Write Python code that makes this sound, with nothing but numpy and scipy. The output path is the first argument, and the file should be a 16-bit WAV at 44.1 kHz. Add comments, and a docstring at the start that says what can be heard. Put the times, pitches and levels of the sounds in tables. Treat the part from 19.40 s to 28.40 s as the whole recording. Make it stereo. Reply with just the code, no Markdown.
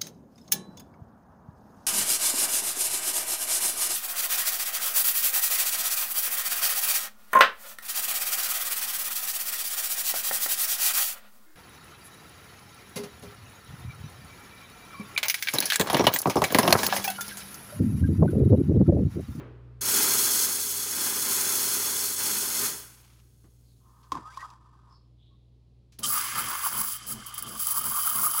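"""A stone kitchen counter: an espresso machine's steam wand is purged into the air, then shut.
The jet is coloured noise; the dribbling nozzle sputters. The leaking tip is dipped into milk in a steel
pitcher, where sine bubbles plop and random pops gurgle. The valve opens again and steam tears air into
the milk: dense coloured pops make a crackling hiss over a low throb, mains hum and room tone."""
import sys
import numpy as np
from scipy import signal
from scipy.fft import rfft, irfft
from scipy.io import wavfile
from scipy.ndimage import map_coordinates

SR = 44100
rng = np.random.default_rng(int(sys.argv[2]) if len(sys.argv) > 2 else 0)


def output_pcm(signal):
    """Save a mono or channel-first signal as 16-bit PCM at the path in sys.argv[1].

    Samples are clipped to [-1, 1] before scaling.
    """
    pcm = np.clip(np.atleast_2d(signal).T, -1, 1) * 32767
    wavfile.write(sys.argv[1], SR, np.round(pcm).astype(np.int16))


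N = 396900
TIME = np.arange(N) / SR
HZ = np.maximum(np.arange(N // 2 + 1) * SR / N, 1)
VALVE_OPENS_S = 0.4086
GURGLE_HZ = 1180  # usual pitch of the churning milk

# big bubbles: (start [s], level before swell and decay [dB], pitch [Hz], t60 [s])
BUBBLES = [(4.7198, -12, 1070, 0.026), (4.7523, -19, 1060, 0.023), (4.769, -25, 1010, 0.036),
           (4.973, -23, 1074, 0.038), (5.028, -28, 1080, 0.036), (6.757, -21, 1250, .03),
           (6.771, -22, 1150, .04), (6.953, -23, 1210, .03), (6.981, -21, 1230, 0.037),
           (7.152, -23, 1156, .035), (7.236, -24, 1170, .035), (7.266, -27, 930, .05),
           (7.412, -26, 1130, .04), (7.719, -30, 1250, .03), (8.375, -23, 1200, .04),
           (8.547, -22, 1160, .045), (8.573, -23, 1080, .03), (8.673, -20.5, 1250, .03),
           (8.866, -16, 1210, 0.044), (8.978, -23, 1250, .03)]
# spurts as the valve opens a crack, then fully: (time [s], level before flutter [dB], decay [s])
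SPURTS = [(6.589, -37, 0.013), (6.634, -40, 0.018)]
# colour of hiss in the milk: (frequency [Hz], relative density [dB per Hz])
HISS_COLOUR = [(2500, -22), (3900, -12), (4400, -6.5), (4800, 3), (5700, -2.5), (6900, -5), (8200, 4),
               (9500, -13), (10500, 3), (12500, -16.5)]
# colour of ticks and fizz: (frequency [Hz], relative density [dB per Hz])
TICK_COLOUR = [(700, -21), (2000, -3), (4000, 0), (5500, 0.5), (7000, -5), (11000, -14.5), (16000, -20)]


def from_db(db):
    """Decibels to gain."""
    return np.exp(np.asarray(db) * (np.log(10) / 20))


def unit(x):
    """Scale so that the mean of the channels has rms 1."""
    return x / np.sqrt(np.mean(np.atleast_2d(x).mean(axis=0) ** 2) + 1e-20)


def over_hz(rows):
    """Interpolate the columns of a table on a log-frequency axis."""
    hz, *columns = np.transpose(rows)
    return [np.interp(np.log(HZ), np.log(hz), c) for c in columns]


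def colour(rows):
    """Gain per frequency, falling steeply beyond both ends of the table."""
    below = 1 + (.7 * rows[0][0] / HZ) ** 8
    above = 1 + (.7 * HZ / rows[-1][0]) ** 8
    return from_db(over_hz(rows)[0]) / np.sqrt(below * above)


def lifts(rows):
    """Gain per frequency of a set of resonances and hollows."""
    return from_db(sum(db / (1 + (2 * (HZ - hz) / width) ** 2) for hz, width, db in rows))


def nearby(echo_db, decay_s):
    """Dense early echoes off counter, wall and machine comb the spectrum."""
    age = TIME[:SR // 10]
    echoes = rng.standard_normal(len(age)) * (age > .002) * np.exp(-age / decay_s)
    return 1 + from_db(echo_db) * rfft(echoes / np.linalg.norm(echoes), N)


def drift(rate_hz):
    """Low-passed noise of rms 1, drawn at every tenth sample."""
    white = rfft(rng.standard_normal(N // 10))
    slow = irfft(white / (1 + (HZ[:len(white)] / rate_hz) ** 2))
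    return np.interp(np.arange(N) / 10, np.arange(len(slow)), unit(slow))


def noise():
    """Three white noises: the direct sound and what the kitchen returns to each channel."""
    return rng.standard_normal((3, N), dtype=np.float32)


def pops(per_s, spread_db, smear_s, scatter):
    """Random collapses of uneven size, each trailed by a short noisy scatter."""
    size, born = rng.standard_exponential(N), rng.random(N) < per_s / SR
    sign = rng.choice([-1, 1], N)
    clicks = np.zeros(N)
    clicks[born] = from_db(spread_db * np.minimum(size[born], 4)) * sign[born]
    smear_pole = np.exp(-1 / (smear_s * SR))
    power = signal.lfilter([1], [1, -smear_pole], clicks ** 2 + 1e-18)
    out = unit(np.sqrt(power)) * noise()
    out[0] = unit(unit(clicks) + scatter * out[0])
    return out


def opens(start_s, rise_s):
    """Flow that sets in at a moment."""
    return 1 - np.exp(-np.maximum(TIME - start_s, 0) / rise_s)


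def held(start_s, end_s, attack_s, release_s):
    """Flow that sets in, holds and dies away."""
    return opens(start_s, attack_s) * np.exp(-np.maximum(TIME - end_s, 0) / release_s)


def swell(centre_s, half_length_s):
    """A rounded rise and fall about a moment."""
    return 1 / (1 + np.square(((TIME - centre_s) / half_length_s) ** 2))


def bursts(rows):
    """Envelope of sudden bursts that die away."""
    out, age = np.zeros(N + SR), TIME[:SR // 2]
    for start_s, db, decay_s in rows:
        out[int(start_s * SR):][:len(age)] += from_db(db) * np.exp(-age / decay_s)
    return out[:N]


def waver(sound, shift):
    """Move all pitches up and down by a changing share, by reading the sound at a varying speed."""
    place = np.arange(N) + np.cumsum(shift)
    return np.array([map_coordinates(side, [place], order=3, mode="wrap") for side in sound])


def stereo_gains():
    """Gains of the direct sound (shared, phase-shifted) and of the independent sound in each channel."""
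    # (frequency [Hz], left lead [rad], likeness [0-1], left minus right [dB])
    stereo_image = [(100, 0.98, 0.98, -2), (373, 0.55, 0.94, -3), (723, 2.5, 0.3, 5.5),
                    (1210, 0.1, 0.89, -3), (1880, 1.5, 0.7, -2), (2870, 1.5, 0.4, 0.5), (5030, 1.4, .62, 1),
                    (6700, 0.66, .5, 0), (8040, 2.5, 0.5, -3), (9600, 3, 0.1, -9), (10750, 1, .8, -.5),
                    (12250, -2, .8, -2), (13400, -2, 1, 0), (15280, -6, 1, 0)]
    lead_rad, likeness, balance_db = over_hz(stereo_image)
    likeness = np.clip(likeness, 0, 1)
    sides = np.array([[1], [-1]])
    balance = from_db(.5 * balance_db * sides)
    direct = np.sqrt(likeness) * np.exp(.5j * lead_rad * sides) * balance
    diffuse = np.sqrt(1 - likeness) * balance
    return direct.astype(np.complex64), diffuse.astype(np.float32)


DIRECT, DIFFUSE = stereo_gains()


def heard(sound, gain):
    """Colour a source and bring it to the two channels; rms 1."""
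    spectrum = rfft(sound.astype(np.float32)) * gain.astype(np.complex64)
    return unit(irfft(DIRECT * spectrum[0] + DIFFUSE * spectrum[1:], N))


def kitchen(mains_hz=59.7, hum_settles_s=.12, room_db=-64.5, clatter_db=-43.5, clatter_decay_s=0.067,
            lingering_db=-56.5, lingering_decay_s=0.49):
    """Two mains harmonics, louder until the valve first opens, room noise and a clatter's two-stage decay."""
    # fundamental, then octave: (early level [dB], later level [dB]), before channel balance
    hum_levels = [(-52.5, -60.5), (-49, -61)]
    # (frequency [Hz], relative density [dB per Hz])
    room_colour = [(42, -2), (65, 0.5), (100, 3), (170, -2.5), (300, -8.5), (500, -14), (900, -23.5),
                   (1500, -37.5), (2300, -32), (3400, -28), (4700, -30), (6000, -38.5), (9000, -41),
                   (15000, -51)]
    # (frequency [Hz], relative density [dB per Hz])
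    clatter_colour = [(100, -7), (200, -10.5), (400, -5.5), (700, -17.5), (1200, -20), (2500, -27.5),
                      (4000, -39.5), (8000, -59)]
    early = np.exp(-np.maximum(TIME - VALVE_OPENS_S, 0) / hum_settles_s)
    phase = 2 * np.pi * mains_hz * TIME
    hum = np.zeros(N)
    for harmonic, (early_db, later_db) in enumerate(hum_levels, 1):
        hum += from_db(later_db + (early_db - later_db) * early) * np.sin(harmonic * phase)
    hum = np.sqrt(2) * hum * from_db([[-1.3], [1.2]])  # left, right
    room = from_db(room_db) * heard(noise(), colour(room_colour))
    clatter = from_db(clatter_db) * np.exp(-TIME / clatter_decay_s)
    clatter += from_db(lingering_db) * np.exp(-TIME / lingering_decay_s)
    return hum + room + clatter * heard(noise(), colour(clatter_colour))


def purge(hiss_trim_db=0.77, roar_trim_db=0.5, hiss_flutter_db=1.0, roar_flutter_db=1.0, split_hz=3000):
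    """Wet steam leaves the nozzle: a bright hiss with narrow resonances over a turbulent roar."""
    # open jet: (time [s], hiss level before trim [dB], roar level before trim [dB])
    jet_levels = [(0.42, -30, -43), (0.48, -25, -36), (0.55, -22.5, -33), (1.04, -24, -39),
                  (1.08, -28, -41.5), (1.38, -30, -46), (1.53, -31, -41.5), (1.67, -26.5, -37.5),
                  (1.74, -29.5, -41), (1.9, -26, -37), (2.64, -28, -41), (2.77, -31.5, -46),
                  (2.8, -28, -39), (2.93, -26.5, -39), (3.08, -30, -41.5), (3.26, -27, -37.5)]
    # (frequency [Hz], relative density [dB per Hz])
    jet_colour = [(130, -15.5), (230, -7), (420, -10), (800, -10.5), (1400, -7), (2600, -11.5),
                  (3800, -8.5), (4600, -4.5), (7000, -4), (9500, -1), (12000, -5.5), (14100, -5.5),
                  (15000, -0.5), (15600, -7.5)]
    # nozzle and nook between machine and wall: (frequency [Hz], width [Hz], lift [dB])
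    nozzle_resonances = [(417, 70, 6.5), (690, 80, -4.5), (890, 86, 4), (1135, 55, -4.5), (1720, 32, -3.5),
                         (1880, 55, -4.5), (2079, 44, 6), (2530, 35, 4.5), (3190, 110, 3), (3410, 170, 7),
                         (3817, 180, -6), (4240, 230, 5), (4887, 130, -3.5), (5290, 55, 3.5),
                         (5480, 120, 3), (5861, 50, -6.5), (6220, 41, 3), (6400, 130, 6.5), (6640, 50, 4),
                         (6752, 130, 5.5), (7700, 110, -2), (8000, 61, 7), (8142, 40, 5.5),
                         (10500, 100, 3.5), (11240, 180, 4.5), (11530, 150, 5), (12470, 350, 7)]
    shuts_s, hiss_fall_db_per_s, roar_fall_db_per_s = 3.256, 108, 95
    # the shut valve still seeps, fading until the tip meets the milk; levels before trim
    seep_db, seep_fall_db_per_s = -69, 3.5
    seep_roar_db, seep_roar_fall_db_per_s = -4, 9  # relative to the seeping hiss
    times_s, hiss_curve_db, roar_curve_db = np.transpose(jet_levels)
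    since_shut_s = np.maximum(TIME - shuts_s, 0)
    seep = from_db(seep_db - seep_fall_db_per_s * since_shut_s)
    seep = seep * held(shuts_s, BUBBLES[0][0], attack_s=.05, release_s=.03)
    seep_roar = seep * from_db(seep_roar_db - seep_roar_fall_db_per_s * since_shut_s)
    hiss = from_db(np.interp(TIME, times_s, hiss_curve_db) - hiss_fall_db_per_s * since_shut_s) + seep
    roar = from_db(np.interp(TIME, times_s, roar_curve_db) - roar_fall_db_per_s * since_shut_s) + seep_roar
    gain = colour(jet_colour) * lifts(nozzle_resonances) * nearby(echo_db=-10, decay_s=.016)
    low = 1 / (1 + (HZ / split_hz) ** 8)
    hiss = hiss * from_db(hiss_trim_db + hiss_flutter_db * drift(60))
    hiss = hiss * heard(noise(), gain * np.sqrt(1 - low))
    roar = roar * from_db(roar_trim_db + roar_flutter_db * drift(40))
    roar = roar * heard(noise(), gain * np.sqrt(low))
    return opens(VALVE_OPENS_S, rise_s=0.0042) * (hiss + roar)


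def dribble(flutter_db=2.0):
    """The last wet steam sputters as random drops from the shut nozzle."""
    # (start [s], end [s], attack [s], release [s], level before flutter [dB])
    *shape, db = (3.42, 3.77, .05, .06, -66.5)
    # (frequency [Hz], relative density [dB per Hz])
    drop_colour = [(850, 1.2), (1900, -1), (2350, 2), (4500, -1.2)]
    drops = pops(per_s=500, spread_db=2.5, smear_s=0.0057, scatter=1.0)
    return from_db(db + flutter_db * drift(25)) * held(*shape) * heard(drops, colour(drop_colour))


def ticks_and_knocks():
    """Bubble collapses, valve ticks and dull knocks: decaying bursts of coloured noise."""
    # (time [s], level [dB], decay [s])
    tick_times = [(4.046, -70, .006), (4.63, -64, .023), (4.7192, -36.5, 0.0075), (4.752, -49, .005),
                  (4.972, -45.5, 0.0068), (5.005, -53, 0.019), (5.102, -54.5, .006), (6.522, -59.5, 0.028),
                  (6.587, -47.5, 0.021)]
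    # (time [s], level [dB], decay [s])
    knock_times = [(4.04, -55, 0.032), (4.722, -40, 0.035), (4.745, -44.5, 0.025), (4.772, -40.5, 0.015),
                   (6.592, -45, 0.02)]
    # (frequency [Hz], relative density [dB per Hz])
    knock_colour = [(40, -8.5), (100, -10), (170, -7.5), (270, -1.5), (450, -14), (800, -18), (2000, -29.5),
                    (5000, -39)]
    ticks = bursts(tick_times) * heard(noise(), colour(TICK_COLOUR))
    return ticks + bursts(knock_times) * heard(noise(), colour(knock_colour))


def whooshes(hold_s=.055):
    """Soft bands of hiss from wand and valve swell, hold, slide and tail off."""
    # (start [s], rise [s], decay [s], from [Hz], to [Hz], width [Hz], level [dB])
    bands = [(4.22, .05, .06, 5000, 3600, 500, -75), (5.492, .025, 0.046, 5300, 4400, 420, -71),
             (5.49, .02, .06, 5280, 5180, 110, -73), (5.765, .06, 0.11, 3350, 3800, 370, -71)]
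    out, age = np.zeros(N), TIME[:SR]
    for start_s, rise_s, decay_s, from_hz, to_hz, width_hz, db in bands:
        hz = to_hz + (from_hz - to_hz) * np.exp(-age / (rise_s + decay_s))
        tail = np.exp(-np.maximum(age - rise_s - hold_s, 0) / decay_s)
        shape = np.minimum(age / rise_s, 1) * tail
        tone = np.sqrt(2) * np.sin(2 * np.pi * np.cumsum(hz) / SR)
        out[int(start_s * SR):][:SR] += from_db(db) * shape * tone * drift(width_hz)[:SR]
    return out


def dip(gurgle_trim_db=-2.5, flutter_db=1.0):
    """Leaking steam bubbles through the milk and rings the air in the pitcher."""
    # seeping tip: (start [s], end [s], attack [s], release [s], gurgle before trim [dB], fizz [dB])
    *shape, leak_gurgle_db, leak_fizz_db = (4.39, 5.53, .1, .06, -61, -80.5)
    # trapped steam escapes: (time [s], half length [s], gurgle before trim [dB], fizz [dB])
    gushes = [(4.763, 0.026, -40, -62), (4.82, 0.018, -50, -71), (4.874, .028, -48, -65.5),
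              (4.95, 0.046, -55, -61.5), (5.033, 0.03, -45.5, -62.5), (5.11, .04, -56, -73)]
    # pitcher: (frequency [Hz], width [Hz], relative level [dB])
    cavity_resonances = [(1030, 264, -1), (1232, 72, -8.5), (1540, 27, -13.5), (1780, 90, -20)]
    # wand: (frequency [Hz], width [Hz], lift [dB])
    wand_resonances = [(3330, 200, 8), (3720, 160, 4.5), (4100, 250, -4.5), (4900, 200, 8), (5400, 300, -6),
                       (5800, 200, 3), (6500, 500, -4), (7400, 300, 6), (8500, 250, 6)]
    leak = from_db([[leak_gurgle_db], [leak_fizz_db]]) * held(*shape)
    gush = sum(from_db([[gurgle_db], [fizz_db]]) * swell(s, half_s)
               for s, half_s, gurgle_db, fizz_db in gushes)
    gurgle, fizz = leak + gush
    cavity = sum(from_db(db) / (1 + (2 * (HZ - hz) / width) ** 2) for hz, width, db in cavity_resonances)
    grains = pops(per_s=800, spread_db=1.5, smear_s=0.0036, scatter=1.0) * from_db(flutter_db * drift(30))
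    fizz_gain = colour(TICK_COLOUR) * lifts(wand_resonances) + colour(HISS_COLOUR) / 3
    return from_db(gurgle_trim_db) * gurgle * heard(grains, cavity) + fizz * heard(grains, fizz_gain)


def plops(swell_s=0.00122, room_db=-16, room_decay_s=0.0439):
    """Big bubbles ring as short sines; the kitchen answers with a decaying noise tail."""
    out = np.zeros(N + SR)
    for start_s, db, hz, t60_s in BUBBLES:
        age = np.arange(int(t60_s * SR)) / SR
        tone = np.sin(2 * np.pi * hz * age) * (1 - np.exp(-age / swell_s))
        out[int(start_s * SR):][:len(age)] += from_db(db) * tone * np.exp(-np.log(1000) * age / t60_s)
    age = TIME[:SR // 2]
    tail = rng.standard_normal((2, len(age))) * np.exp(-age / room_decay_s)
    tail = tail * np.sqrt(2 / (room_decay_s * SR))  # unit energy
    return out[:N] + from_db(room_db) * signal.oaconvolve(out[None], tail)[:, :N]


def squeaks(roughness=.72):
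    """Thin squeaks and whines of wand and valve: tones that slide, roughened by noise (0 clear, 1 hissy)."""
    # (start [s], length [s], from [Hz], to [Hz], width [Hz], level before roughening [dB])
    slides = [(4.836, .075, 1190, 1326, 25, -48.5), (4.883, 0.042, 1530, 1590, 45, -54),
              (4.906, 0.07, 1750, 2750, 130, -65), (4.982, 0.06, 1830, 1980, 130, -51),
              (4.975, .1, 1570, 1550, 30, -60), (5.029, .04, 1190, 1313, 35, -50),
              (5.892, .08, 1100, 1100, 140, -78)]
    clear = np.sqrt(1 - roughness ** 2)
    out = np.zeros(N)
    for start_s, length_s, from_hz, to_hz, width_hz, db in slides:
        along = np.linspace(0, 1, int(length_s * SR))
        hz = from_hz + (to_hz - from_hz) * along
        tone = np.sqrt(2) * np.sin(2 * np.pi * np.cumsum(hz) / SR)
        grip = clear + roughness * (clear + roughness * drift(width_hz)[:len(along)])
        out[int(start_s * SR):][:len(along)] += from_db(db) * np.sin(np.pi * along) * tone * grip
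    return out


def gulps(ring_db=-6, width_hz=55, glug_length_share=0.81):
    """The tip tears in extra air and the pocket collapses with a glug: air, gurgle, pitch pull, ringing."""
    # (time [s], half length [s], crackle before trim [dB], gurgle before trim [dB], pitch [Hz])
    gulp_rows = [(6.72, 0.036, -25.5, -40, 1150), (6.785, 0.036, -28.5, -34.5, 1190),
                 (6.984, .035, -34, -33.5, 1220), (7.125, .05, -42, -38, 1150),
                 (7.257, 0.033, -29.5, -37, 1080), (7.394, 0.04, -36, -43, 1060),
                 (7.475, .03, -33, -50, 1200), (7.71, .022, -36, -51, 1251),
                 (7.986, 0.0081, -36.5, -46, 1199), (8.22, 0.019, -31, -54, 1200),
                 (8.306, 0.021, -25.5, -40, 1200), (8.372, .025, -27.5, -39.5, 1182),
                 (8.467, .02, -31, -43, 1206), (8.58, .028, -26, -37.5, 1170),
                 (8.672, 0.028, -27.5, -35, 1250), (8.78, 0.036, -26, -36.5, 1110),
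                 (8.849, 0.025, -24, -34.5, 1180), (8.985, .03, -29.5, -37, 1220)]
    air_power, gurgle_power, pull, tones = np.zeros((4, N))
    for centre_s, half_s, crackle_db, gurgle_db, hz in gulp_rows:
        gulp = swell(centre_s, half_s)
        glug = from_db(gurgle_db) * swell(centre_s, half_s * glug_length_share)
        air_power += (from_db(crackle_db) * gulp) ** 2
        gurgle_power += glug ** 2
        pull += gulp * (hz / GURGLE_HZ - 1)
        tones += glug * np.sin(2 * np.pi * hz * TIME)
    ringing = from_db(ring_db) * np.sqrt(2) * tones * drift(width_hz)
    return np.sqrt(air_power), np.sqrt(gurgle_power), pull, ringing


def stray_bubbles(per_s=90, spread_octaves=0.2, t60_s=0.028, rise_per_s=6.0, spread_db=3.5):
    """Single bubbles among the foam, each with its own pitch, rising as it rings; rms 1."""
    age, out = TIME[:SR // 16], np.zeros(N + SR)
    for when, octave, size in rng.standard_normal((int(per_s * N / SR), 3)):
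        hz = GURGLE_HZ * 2 ** (spread_octaves * np.clip(octave, -2, 2))
        tone = np.sin(2 * np.pi * hz * (age + rise_per_s * age ** 2 / 2)) * (1 - np.exp(-age * hz / 2))
        start = int(when * N) % N
        ringing = tone * np.exp(-np.log(1000) * age / t60_s)
        out[start:start + len(age)] += from_db(spread_db * min(size, 2)) * ringing
    return unit(out[:N])


def frothing():
    """Steam collapses in the milk: dense pops ring the pitcher while air is torn in at the tip."""
    # tip at the surface draws air: (start [s], end [s], crackle before trim [dB])
    at_surface = [(6.65, 7.566, -38.5), (7.313, 7.548, -41), (8.06, 8.2, -44), (8.19, 9, -35),
                  (8.445, 9, -40.5)]
    # steam churns the milk: (time [s], gurgle before trim [dB])
    churn = [(6.63, -41), (6.9, -44), (7.35, -42), (7.62, -52), (8.0, -46.5), (8.24, -46.5), (8.32, -40.5),
             (9, -37.5)]
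    # milk thrown up, then settling: (start [s], end [s], attack [s], release [s], splash [dB])
    *rush_shape, rush_splash_db = (6.72, 7, .04, .29, -41.5)
    # dry steam before the milk closes round the tip: (time [s], level before flutter [dB], decay [s])
    puff = (6.632, -28, 0.049)
    # squeal as the valve opens: (time [s], level [dB], length [s])
    squeal_s, squeal_db, squeal_length_s = (6.647, -30.5, 0.012)
    # shallow tip, slopping milk: (start [s], end [s], attack [s], release [s], level at usual churn [dB])
    *slop_shape, slop_db = (6.7, 7.45, .03, .05, -42.5)
    # tip breaks the surface and spits: (time [s], level before flutter [dB], decay [s])
    spits = [(7.668, -31, 0.04), (7.862, -33.5, .022), (7.941, -33, .012), (7.979, -33, 0.015),
             (8.024, -28.5, 0.0092), (8.197, -25.5, 0.014), (8.232, -26, .005), (8.2693, -18, 0.005),
             (8.284, -22, .005), (8.344, -28, .012), (8.375, -21, .006), (8.44, -30, .012),
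             (8.541, -28, .012), (8.626, -25, .01), (8.816, -27, .012), (8.938, -28, .012)]
    # layer colours, each: (frequency [Hz], relative density [dB per Hz])
    gurgle_colour = [(500, -20.5), (680, -13), (790, -7), (980, -9), (1170, 8.5), (1330, -2.5),
                     (1560, -8.5), (1850, -21), (2400, -42)]
    slop_colour = [(740, -15.5), (900, 2), (1200, -0.5), (1380, 3.5), (1950, -10)]
    splash_colour = [(350, -4), (600, -29), (900, -7), (1500, 6.5), (1720, 9.5), (1880, 5.5), (2050, 10.5),
                     (2600, 4), (3100, 6), (4000, -5.5)]
    ring_colour = [(2300, -18), (2800, -6), (3020, 5.5), (3160, 8.5), (3380, -7), (3620, -3.5),
                   (3900, -12.5)]
    crackle_colour = [(4000, -49), (8000, -14.5), (10100, -12), (10700, 4), (11200, -1), (12300, -6),
                      (13500, -17), (14200, 0), (14900, 2), (15700, -1)]
    # resonances and hollows of the pitcher: (frequency [Hz], width [Hz], lift [dB])
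    pitcher_wall = [(3580, 100, 5), (4750, 150, 2.5), (5270, 170, -6), (12230, 150, 8)]
    gurgle_trim_db, crackle_trim_db, stray_db = -1.4, 3.5, -8
    usual_churn_db, usual_air_db = -39.5, -29
    splash_db, ring_db, hiss_db = -52.5, -49.5, -41.0  # at usual churn or air
    sunk_hiss_db, rush_hiss_db = -53, -48.5  # tip deep; extra while the milk is thrown up
    # shares of the gurgle's or air's swing
    splash_follows, ring_follows, slop_follows, hiss_follows = 0.81, 0.37, 0.73, 0.44

    gulped_air, glugs, pull, glug_tones = gulps()
    surface_air = sum(from_db(db) * held(start_s, end_s, attack_s=.01, release_s=.01)
                      for start_s, end_s, db in at_surface)
    air = np.hypot(gulped_air, surface_air)
    gurgle = np.hypot(glugs, from_db(np.interp(TIME, *np.transpose(churn))))
    vigour = gurgle / from_db(usual_churn_db)
    rush = held(*rush_shape)
    splash = from_db(splash_db) * vigour ** splash_follows + from_db(rush_splash_db) * rush
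    ring = from_db(ring_db + 3.0 * drift(20)) * vigour ** ring_follows
    ring += from_db(squeal_db) * np.exp(-((TIME - squeal_s) / squeal_length_s) ** 2)
    air_hiss = from_db(hiss_db) * (air / from_db(usual_air_db)) ** hiss_follows
    hiss = np.hypot(from_db(sunk_hiss_db), air_hiss) + bursts([puff]) + from_db(rush_hiss_db) * rush
    walls = nearby(echo_db=-7, decay_s=.008)

    collapses = pops(per_s=990, spread_db=1, smear_s=0.0048, scatter=0.6) * from_db(2.2 * drift(41))
    tearing = pops(per_s=1900, spread_db=1.0, smear_s=0.0013, scatter=0.68) * from_db(2.0 * drift(39))
    fine = pops(per_s=4600, spread_db=4, smear_s=0.00087, scatter=1.24)
    slopping = pops(per_s=320, spread_db=2, smear_s=.003, scatter=.4)

    churning = waver(heard(collapses, colour(gurgle_colour)), .7 * pull + .024 * drift(21.99))
    flow = gurgle * (from_db(gurgle_trim_db) * churning + from_db(stray_db) * stray_bubbles()) + glug_tones
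    slop = from_db(slop_db) * held(*slop_shape) * vigour ** slop_follows
    flow += slop * heard(slopping, colour(slop_colour))
    flow += splash * heard(fine, walls * colour(splash_colour))
    flow += ring * waver(heard(noise(), colour(ring_colour)), .011 * drift(24.97))
    hiss_gain = walls * colour(HISS_COLOUR) * lifts(pitcher_wall)
    flow += hiss * from_db(1.14 * drift(35)) * heard(tearing + 0.9 * fine, hiss_gain)
    flow += air * from_db(crackle_trim_db) * heard(tearing, walls * colour(crackle_colour))
    spit = heard(fine, colour(crackle_colour) + 0.14 * colour(HISS_COLOUR))
    spit = bursts(SPURTS + spits) * from_db(2.0 * drift(120)) * spit
    return opens(6.622, rise_s=0.0096) * flow + spit


def throb(first_s=6.657, period_s=0.3616, count=7, half_length_s=0.075, level_db=-46.5):
    """A low rumble of coloured noise swells nearly three times a second while the milk is steamed."""
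    # (frequency [Hz], relative density [dB per Hz])
    throb_colour = [(42, 0), (60, -12), (90, -11), (125, 3), (165, -6), (220, 4.5), (270, -8.5),
                    (330, -7.5), (420, -11.5), (600, -9.5), (1000, -15), (2500, -47)]
    swells = sum(swell(first_s + k * period_s, half_length_s) for k in range(count))
    valve = opens(SPURTS[0][0], rise_s=0.0046)
    return valve * from_db(level_db) * swells * heard(noise(), colour(throb_colour))


def scene():
    """Purge, dip and frothing, with the small sounds around them."""
    wand = purge() + dribble() + dip() + plops() + frothing() + throb()
    return kitchen() + wand + ticks_and_knocks() + whooshes() + squeaks()


def record(dry, low_cut_hz=37, cutoff_hz=15850):
    """The deepest bass is lost and the top is cut steeply."""
    dry = signal.sosfilt(signal.butter(4, low_cut_hz, "high", fs=SR, output="sos"), dry)
    return signal.sosfilt(signal.ellip(12, .1, 80, cutoff_hz, fs=SR, output="sos"), dry)


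dry = scene()
out = record(dry)
output_pcm(out)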